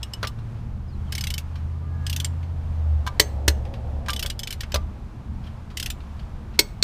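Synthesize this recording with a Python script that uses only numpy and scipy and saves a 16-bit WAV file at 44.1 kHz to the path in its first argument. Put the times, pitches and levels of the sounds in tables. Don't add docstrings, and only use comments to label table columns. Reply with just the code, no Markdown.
import sys
import numpy as np
from scipy import signal
from scipy.fft import rfft, irfft, next_fast_len
from scipy.io import wavfile
from scipy.ndimage import uniform_filter1d

SR = 44100
rng = np.random.default_rng(int(sys.argv[2]) if len(sys.argv) > 2 else 0)


def dump(signal):
    limited = np.clip(np.atleast_2d(signal).T, -1, 1)
    pcm = np.round(limited * 32767).astype(np.int16)
    wavfile.write(sys.argv[1], SR, pcm)


N = 301203
TIME = np.arange(N) / SR
RING = np.arange(SR // 3) / SR


def undb(db):
    return 10 ** (np.asarray(db) / 20)


def unit(x):
    return x / np.sqrt(np.mean(x ** 2))


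def add(track, at, sound):
    i = int(np.clip(at * SR, 0, N - 1))
    track[i:i + len(sound)] += sound[:N - i]


def colour(x, points, tilt_db=0):
    n = 2 * next_fast_len(len(x))
    octave = np.log2(np.maximum(np.arange(n // 2 + 1) * SR / n, 1))
    hz, db = np.transpose(points)
    gain_db = np.interp(octave, np.log2(hz), db) + tilt_db * np.clip(octave - 12, -1, 2)
    cepstrum = irfft(np.log(undb(gain_db)))
    cepstrum[1:n // 2] *= 2
    cepstrum[n // 2 + 1:] = 0
    response = np.exp(rfft(cepstrum))
    return irfft(rfft(x, n) * response)[:len(x)]


def fade(t, t60):
    return np.exp(-np.log(1000) * np.maximum(t, 0) / t60)


def walk(rate):
    k = int(SR / rate)
    steps = np.repeat(rng.standard_normal(N // k + 1), k)
    smooth = uniform_filter1d(uniform_filter1d(steps, k), k)
    return unit(smooth[:N])


def ring(modes, scatter_db=0.5, detune=0.0027, build_s=0.00055):
    hz, db, t60 = np.transpose(modes)[:, :, None]
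    size, shift, phase = rng.standard_normal((len(modes), 3)).T[:, :, None]
    waves = np.sin(2 * np.pi * (hz * (1 + detune * shift) * RING + phase))
    tones = undb(db + scatter_db * size) * fade(RING, t60) * waves
    return tones.sum(0) * (1 - np.exp(-RING / build_s))


def crack(points, tilt_db, rise_s, chatter_s, t60, after_db, after_t60, ripple_db=3.5):
    since = RING - chatter_s
    decay = np.hypot(fade(since, t60), undb(after_db) * fade(since, after_t60))
    envelope = np.minimum(RING / rise_s, 1) * decay
    hz = np.arange(100, 16000, 150)
    db = np.interp(hz, *np.transpose(points)) + ripple_db * rng.standard_normal(len(hz))
    burst = colour(rng.standard_normal(len(RING)) * envelope, np.transpose([hz, db]), tilt_db)
    return unit(burst) * np.sqrt(np.mean(envelope ** 2))


# (frequency [Hz], level [dB])
AIR_TONE = [(12, -28.5), (20, -3), (76, -2.5), (97, -6), (132, -11.5), (183, -14), (223, -14), (263, -20.5),
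            (302, -21), (511, -26.5), (940, -30), (1930, -43), (2410, -44.5), (6180, -55.5), (15000, -68)]
# (steady level [dB], level of the vehicle at its nearest [dB], flicker [dB])
AIR_LAYERS = [(-35.5, -34.5, 2.1), (-55, -51, 1.5), (-57, -45.5, 1.07), (-53, -56.5, 1.3)]
PASS_S, PASS_HOLD_S = 3.55, .5
APPROACH_DB_PER_S, LEAVE_DB_PER_S = 11, 28


def air():
    before_s = np.maximum(PASS_S - TIME, 0)
    after_s = np.maximum(TIME - PASS_S - PASS_HOLD_S, 0)
    away_db = APPROACH_DB_PER_S * before_s + LEAVE_DB_PER_S * after_s
    bands = [(260, "lowpass"), ((260, 480), "bandpass"), ((480, 880), "bandpass"), (880, "highpass")]
    out = np.zeros(N)
    for (edge_hz, kind), (steady_db, pass_db, flicker_db) in zip(bands, AIR_LAYERS):
        band = signal.butter(4, edge_hz, kind, fs=SR, output="sos")
        noise = signal.sosfilt(band, colour(rng.standard_normal(N), AIR_TONE))
        swell = np.hypot(undb(steady_db), undb(pass_db - away_db))
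        out += unit(noise) * swell * undb(flicker_db * walk(6.5))
    return out


# (time [s], pitch [Hz], level before wavering [dB])
HUM_PATH = [(0, 196.8, -58.5), (1.3, 197.5, -51), (2.501, 212, -58.5), (4.2, 220, -57), (6.83, 218, -53)]


def hum(waver_db=2):
    s, hz, db = np.transpose(HUM_PATH)
    phase = 2 * np.pi * np.cumsum(np.interp(TIME, s, hz)) / SR
    level_db = np.interp(TIME, s, db) + waver_db * walk(1.7)
    return np.sqrt(2) * undb(level_db) * np.sin(phase)


# (time [s], firing rate [Hz])
FIRING_RATE = [(0, 65.44), (.9, 76.7), (1.75, 81.5), (2.5, 84.33), (2.9, 76.7), (3.35, 70.24), (4.2, 71.67),
               (5.7, 73.94), (6.83, 69.5)]
# (time [s], level before gain and flutter [dB])
FIRING_LEVEL = [(0, -34), (.55, -46), (.9, -30), (1.4, -32), (1.73, -24.5), (2.72, -28), (2.91, -19),
                (3.17, -32.5), (3.5, -22.5), (3.8, -34), (3.97, -26), (4.4, -39.5), (4.72, -31),
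                (5.1, -40.5), (6.83, -38)]
# (time [s], level [dB])
DRONE_LEVEL = [(0, -43), (.45, -32.5), (.9, -42), (1.6, -42), (2.1, -35), (2.6, -41.5), (3.85, -38.5),
               (4.4, -45), (6.83, -54)]
# (multiple of the cycle rate, level against the drone before wavering [dB])
WEAK_ORDERS = [(3, -10.5), (7, -7), (9, -12.5), (10, -14), (16, -17)]
# (time at its loudest [s], half length [s], multiple of the cycle rate, level before flutter [dB])
WHINES = [(1.947, 0.18, 73.3, -58.5), (2.077, 0.19, 101, -57)]


def engine(gain_db=-1.5, waver_db=2, flutter_db=1.3):
    firing_hz = np.interp(TIME, *np.transpose(FIRING_RATE))
    cycle = 2 * np.pi * np.cumsum(firing_hz) / SR / 5
    firing_db = np.interp(TIME, *np.transpose(FIRING_LEVEL)) + gain_db + flutter_db * walk(11)
    drone_db = np.interp(TIME, *np.transpose(DRONE_LEVEL))
    out = undb(firing_db) * np.sin(5 * cycle) + undb(drone_db) * np.sin(8 * cycle)
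    for order, order_db in WEAK_ORDERS:
        level_db = drone_db + order_db + waver_db * walk(4.6)
        out += undb(level_db) * np.sin(order * cycle + 2 * np.pi * rng.random())
    for at, half_s, order, db in WHINES:
        swell = np.exp(-((TIME - at) / half_s) ** 2)
        level = undb(db + 2 * flutter_db * walk(30))
        out += level * swell * np.sin(order * cycle + walk(40))
    return np.sqrt(2) * out


# (time [s], length [s], start pitch [Hz], end pitch [Hz], level before flutter [dB])
WHISTLES = [(0.849, 0.087, 5350, 4630, -61), (0.887, 0.09, 4850, 3650, -62),
            (1.058, 0.044, 3500, 2880, -57)]


def bird(flutter_db=4):
    out = np.zeros(N)
    for at, length_s, start_hz, end_hz, db in WHISTLES:
        hz = np.linspace(start_hz, end_hz, int(length_s * SR))
        whistle = np.sin(2 * np.pi * np.cumsum(hz) / SR)
        add(out, at, undb(db) * np.hanning(len(hz)) * whistle)
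    return out * undb(flutter_db * walk(121.2))


# (frequency [Hz], level [dB])
KNOCK_TONE = [(200, -11), (700, -8.5), (1100, 3.5), (2000, 0.5), (3200, 1), (5000, -5), (7500, -17.5),
              (10500, -23), (14500, -26)]
# (time [s], level [dB], length of the chatter [s])
TOOL_TAPS = [(0.387, -50.5, .002), (1.556, -45, 0.0054), (2.429, -47.5, 0.0021), (3.651, -46.5, 0.0037),
             (3.7384, -41, .002), (4.0606, -41, .003), (5.438, -54.5, 0.022), (5.465, -50.5, .014),
             (5.702, -51, 0.016), (6.0047, -49, .002), (6.1934, -46.5, 0.0042), (6.536, -56, 0.025)]


def taps():
    out = np.zeros(N)
    for at, db, length_s in TOOL_TAPS:
        tap = crack(KNOCK_TONE, tilt_db=0.0, rise_s=0.0007, chatter_s=length_s,
                    t60=0.035, after_db=-6.5, after_t60=0.19)
        add(out, at, undb(db) * tap)
    return out


# (frequency [Hz], level [dB], t60 [s])
SOCKET_MODES = [(1015, 2, 0.041), (1183, -5.5, 0.17), (1580, 0, 0.059), (2270, -12, 0.074),
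                (3070, -10, 0.039), (3260, -9, 0.045)]
# (frequency [Hz], level [dB], t60 [s])
WHEEL_MODES = [(175, -6, 0.045), (424, -7, 0.063), (535, -2.5, 0.051), (590, 1, 0.034), (653, -9, .09)]
# (frequency [Hz], level [dB], t60 [s])
TYRE_MODES = [(73.5, -0.5, 0.25)]
# (time [s], level [dB], brightness [dB per octave],
# socket ring [dB], wheel ring [dB], tyre thud [dB]); the last three are relative to the level
SOCKET_KNOCKS = [(0.2287, -24.5, 2.5, -3, -3.5, -8), (.2400, -26, -20, -16, -9, -20),
                 (0.2472, -31.5, 1.5, -4, -23, -12), (3.0648, -32.5, 4.5, 3.5, -15, 6),
                 (3.0734, -28, 2, 2.5, -21.5, 1), (4.0839, -28, 5, 3, -15, -14),
                 (4.094, -26, 0, -4, -17, -13), (4.2273, -25, 7.5, -22, -29, -21),
                 (4.2480, -37.5, -9, -1, 1, -10), (4.7420, -19.5, 4, -25, -4.5, 4),
                 (4.747, -29, 8, -1, 3, 2), (4.7573, -24, 4, -12, -3, -2)]


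def knocks():
    out = np.zeros(N)
    for at, db, tilt_db, socket_db, wheel_db, tyre_db in SOCKET_KNOCKS:
        blow = crack(KNOCK_TONE, tilt_db, rise_s=0.0015, chatter_s=0.00098,
                     t60=0.041, after_db=-1.5, after_t60=0.045)
        socket = undb(socket_db) * ring(SOCKET_MODES)
        wheel = undb(wheel_db) * ring(WHEEL_MODES)
        tyre = undb(tyre_db) * ring(TYRE_MODES, build_s=.005)
        add(out, at, undb(db) * (blow + socket + wheel + tyre))
    return out


# (frequency [Hz], level [dB])
SNAP_TONE = [(150, -13), (320, 2), (750, -12.5), (1300, -8.5), (2000, 1), (2700, -2), (4200, 6),
             (6000, -2.5), (8500, -3), (9600, -6), (11000, -13.5), (13000, -5), (15000, -10.5)]
# (frequency [Hz], level [dB], t60 [s])
TUBE_MODES = [(3450, -15.5, .06), (4050, -10, .04), (4217, -8, .04), (4360, -4, 0.06), (4330, -27, .16),
              (4560, -28, 0.2), (5650, -21.5, .08), (5560, -11.5, 0.078), (6700, -14.5, 0.051),
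              (7440, -16.5, 0.045), (7800, -31.5, 0.16), (8350, -21.5, 0.056), (7800, -35, .2),
              (8400, -16.5, 0.084), (13400, -24, 0.054), (14790, -30.5, .05)]
# (frequency [Hz], level [dB], t60 [s])
DRIVE_MODES = [(6280, 1, 0.18), (6400, -1.5, .13), (6450, -3, .11)]
# (frequency [Hz], level [dB], t60 [s])
SPRING_MODES = [(12810, 1, 0.08)]
# (frequency [Hz], level [dB], t60 [s])
HUB_MODES = [(198, -13.5, 0.065), (309, 1.5, 0.055), (426, -4.5, 0.12), (577, -9, .11), (938, -0.5, 0.033)]
# (time [s], level [dB], chatter length [s], brightness [dB per octave],
# tube ring [dB], drive ring [dB], spring ring [dB], socket pitch [Hz], socket ring [dB],
# hub ring [dB], tyre thud [dB]); rings and thud are relative to the level
TORQUE_SNAPS = [(3.1965, -7, 0.0061, 0.5, -6, -21.5, -24, 1967, -3.5, -11, -16.5),
                (3.479, -12, 0.0059, -2.5, -24, -30, -16.5, 1517, -4.5, -10, 0),
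                (6.5905, -8, 0.0057, 0.5, 0.5, -29, -17, 2210, 2, -12, -30),
                (6.8255, -12.5, 0.0033, -2.5, 9.5, -26, -25, 1594, -18.5, -13.5, -20)]


def snaps(socket_t60=0.035):
    out = np.zeros(N)
    for (at, db, chatter_s, tilt_db, tube_db, drive_db, spring_db,
         socket_hz, socket_db, hub_db, tyre_db) in TORQUE_SNAPS:
        blow = crack(SNAP_TONE, tilt_db, rise_s=0.002, chatter_s=chatter_s,
                     t60=0.0051, after_db=-6.0, after_t60=0.052, ripple_db=2.0)
        tube = undb(tube_db) * ring(TUBE_MODES)
        drive = undb(drive_db) * ring(DRIVE_MODES)
        spring = undb(spring_db) * ring(SPRING_MODES)
        socket = ring([(socket_hz, socket_db, socket_t60)])
        hub = undb(hub_db) * ring(HUB_MODES, build_s=0.0007)
        tyre = undb(tyre_db) * ring(TYRE_MODES, build_s=0.002)
        add(out, at, undb(db) * (blow + tube + drive + spring + socket + hub + tyre))
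    return out


# (frequency [Hz], level [dB])
PAWL_TONE = [(400, -22), (1100, -17), (1600, -4), (2400, -2.5), (3100, 3), (5200, -3), (7500, -9),
             (10000, -11.5), (13000, -11), (15000, -15)]
# (frequency [Hz], level [dB], t60 [s])
HEAD_MODES = [(1823, -19, 0.063), (2207, -15, 0.027), (2970, -8, 0.07), (3376, -4.5, 0.024),
              (3860, -35, 0.016), (4790, -3.5, 0.024), (5230, -4.5, 0.042), (6030, -10.5, 0.045),
              (7200, -8.5, 0.032), (8270, -8, 0.043), (12200, -33, 0.037), (12800, -14, 0.028)]
# (time [s], teeth, time per tooth [s],
# time lost as the hand brakes, negative if it hurries [s], level before gain [dB],
# rise from first tooth to last [dB], brightness [dB per octave], socket pitch [Hz])
BACK_SWINGS = [(0.0302, 3, .1031, .0352, -22, 0, 0.5, 2930),
               (1.1226, 9, .0287, .0276, -20.5, 0.5, 1.5, 2210), (2.0659, 6, .0311, .0245, -20, 4, 2, 3000),
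               (4.1028, 7, .0299, .0179, -20, 1, 0.7, 3250), (4.3923, 5, .0411, -.0309, -21, -1, 0, 2980),
               (4.6069, 1, .03, 0, -22, -1, 0, 3160), (4.6333, 2, .087, 0, -27.5, 3, -12, 2600),
               (5.7714, 5, .0272, .0214, -19.5, -1, 0, 3200)]
BRAKE_POWER = 4
TOOTH_SCATTER_DB, TOOTH_TILT_DB = 0.5, 1.0
HEAD_DB, HEAD_SCATTER_DB = -0.6, 4
SEAT_DB, SEAT_T60_S = -3.5, 0.028


def ratchet(gain_db=-4, lead_s=0.00038, slide_db=-20, slide_s=0.003):
    out = np.zeros(N)
    for start, teeth, tooth_s, brake_s, swing_db, rise_db, swing_tilt_db, socket_hz in BACK_SWINGS:
        along = np.linspace(0, 1, teeth)
        times = start + tooth_s * np.arange(teeth) + brake_s * along ** BRAKE_POWER
        levels = swing_db + gain_db + rise_db * (along - .5)
        chances = rng.standard_normal((teeth, 3))
        for at, db, (force, edge, contact) in zip(times, levels, chances):
            tilt_db = swing_tilt_db + TOOTH_TILT_DB * edge
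            slide = crack(PAWL_TONE, tilt_db, rise_s=0.0036, chatter_s=.004,
                          t60=.01, after_db=-9, after_t60=.03)
            slap = crack(PAWL_TONE, tilt_db, rise_s=0.0018, chatter_s=0.0013,
                         t60=0.023, after_db=-4.5, after_t60=0.065)
            head = ring(HEAD_MODES, scatter_db=4, detune=.022)
            socket = ring([(socket_hz, SEAT_DB, SEAT_T60_S)], scatter_db=3, detune=.035)
            tick = slap + socket + undb(HEAD_DB + HEAD_SCATTER_DB * contact) * head
            tick = unit(tick) * slap.std()
            add(out, at - slide_s, undb(db + slide_db) * slide)
            add(out, at - lead_s, undb(db + TOOTH_SCATTER_DB * force) * tick)
    return out


# (frequency [Hz], level [dB])
ECHO_TONE = [(100, -3.5), (1000, 9), (4500, -8), (9000, -3), (10500, -13.5), (15000, -2)]


def yard(x, wet_db=-28, early_db=-22, early_t60=0.089, late_t60=.42, delay_s=0.008):
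    onset = np.clip(RING / delay_s - 1, 0, 1)

    def echo(t60):
        return unit(colour(rng.standard_normal(len(RING)) * onset * fade(RING, t60), ECHO_TONE))

    response = undb(early_db) * echo(early_t60) + undb(wet_db) * echo(late_t60)
    return x + signal.fftconvolve(x, response / np.sqrt(len(RING)))[:N]


def scene():
    background = air() + hum() + engine()
    in_yard = bird() + taps() + knocks() + snaps() + ratchet()
    return (background + yard(in_yard))[None]


def record(dry):
    rounded = dry / (1 + dry ** 6) ** (1 / 6)
    top_cut = signal.ellip(10, .2, 85, 15150, fs=SR, output="sos")
    return signal.sosfilt(top_cut, rounded)


dry = scene()
out = record(dry)
dump(out)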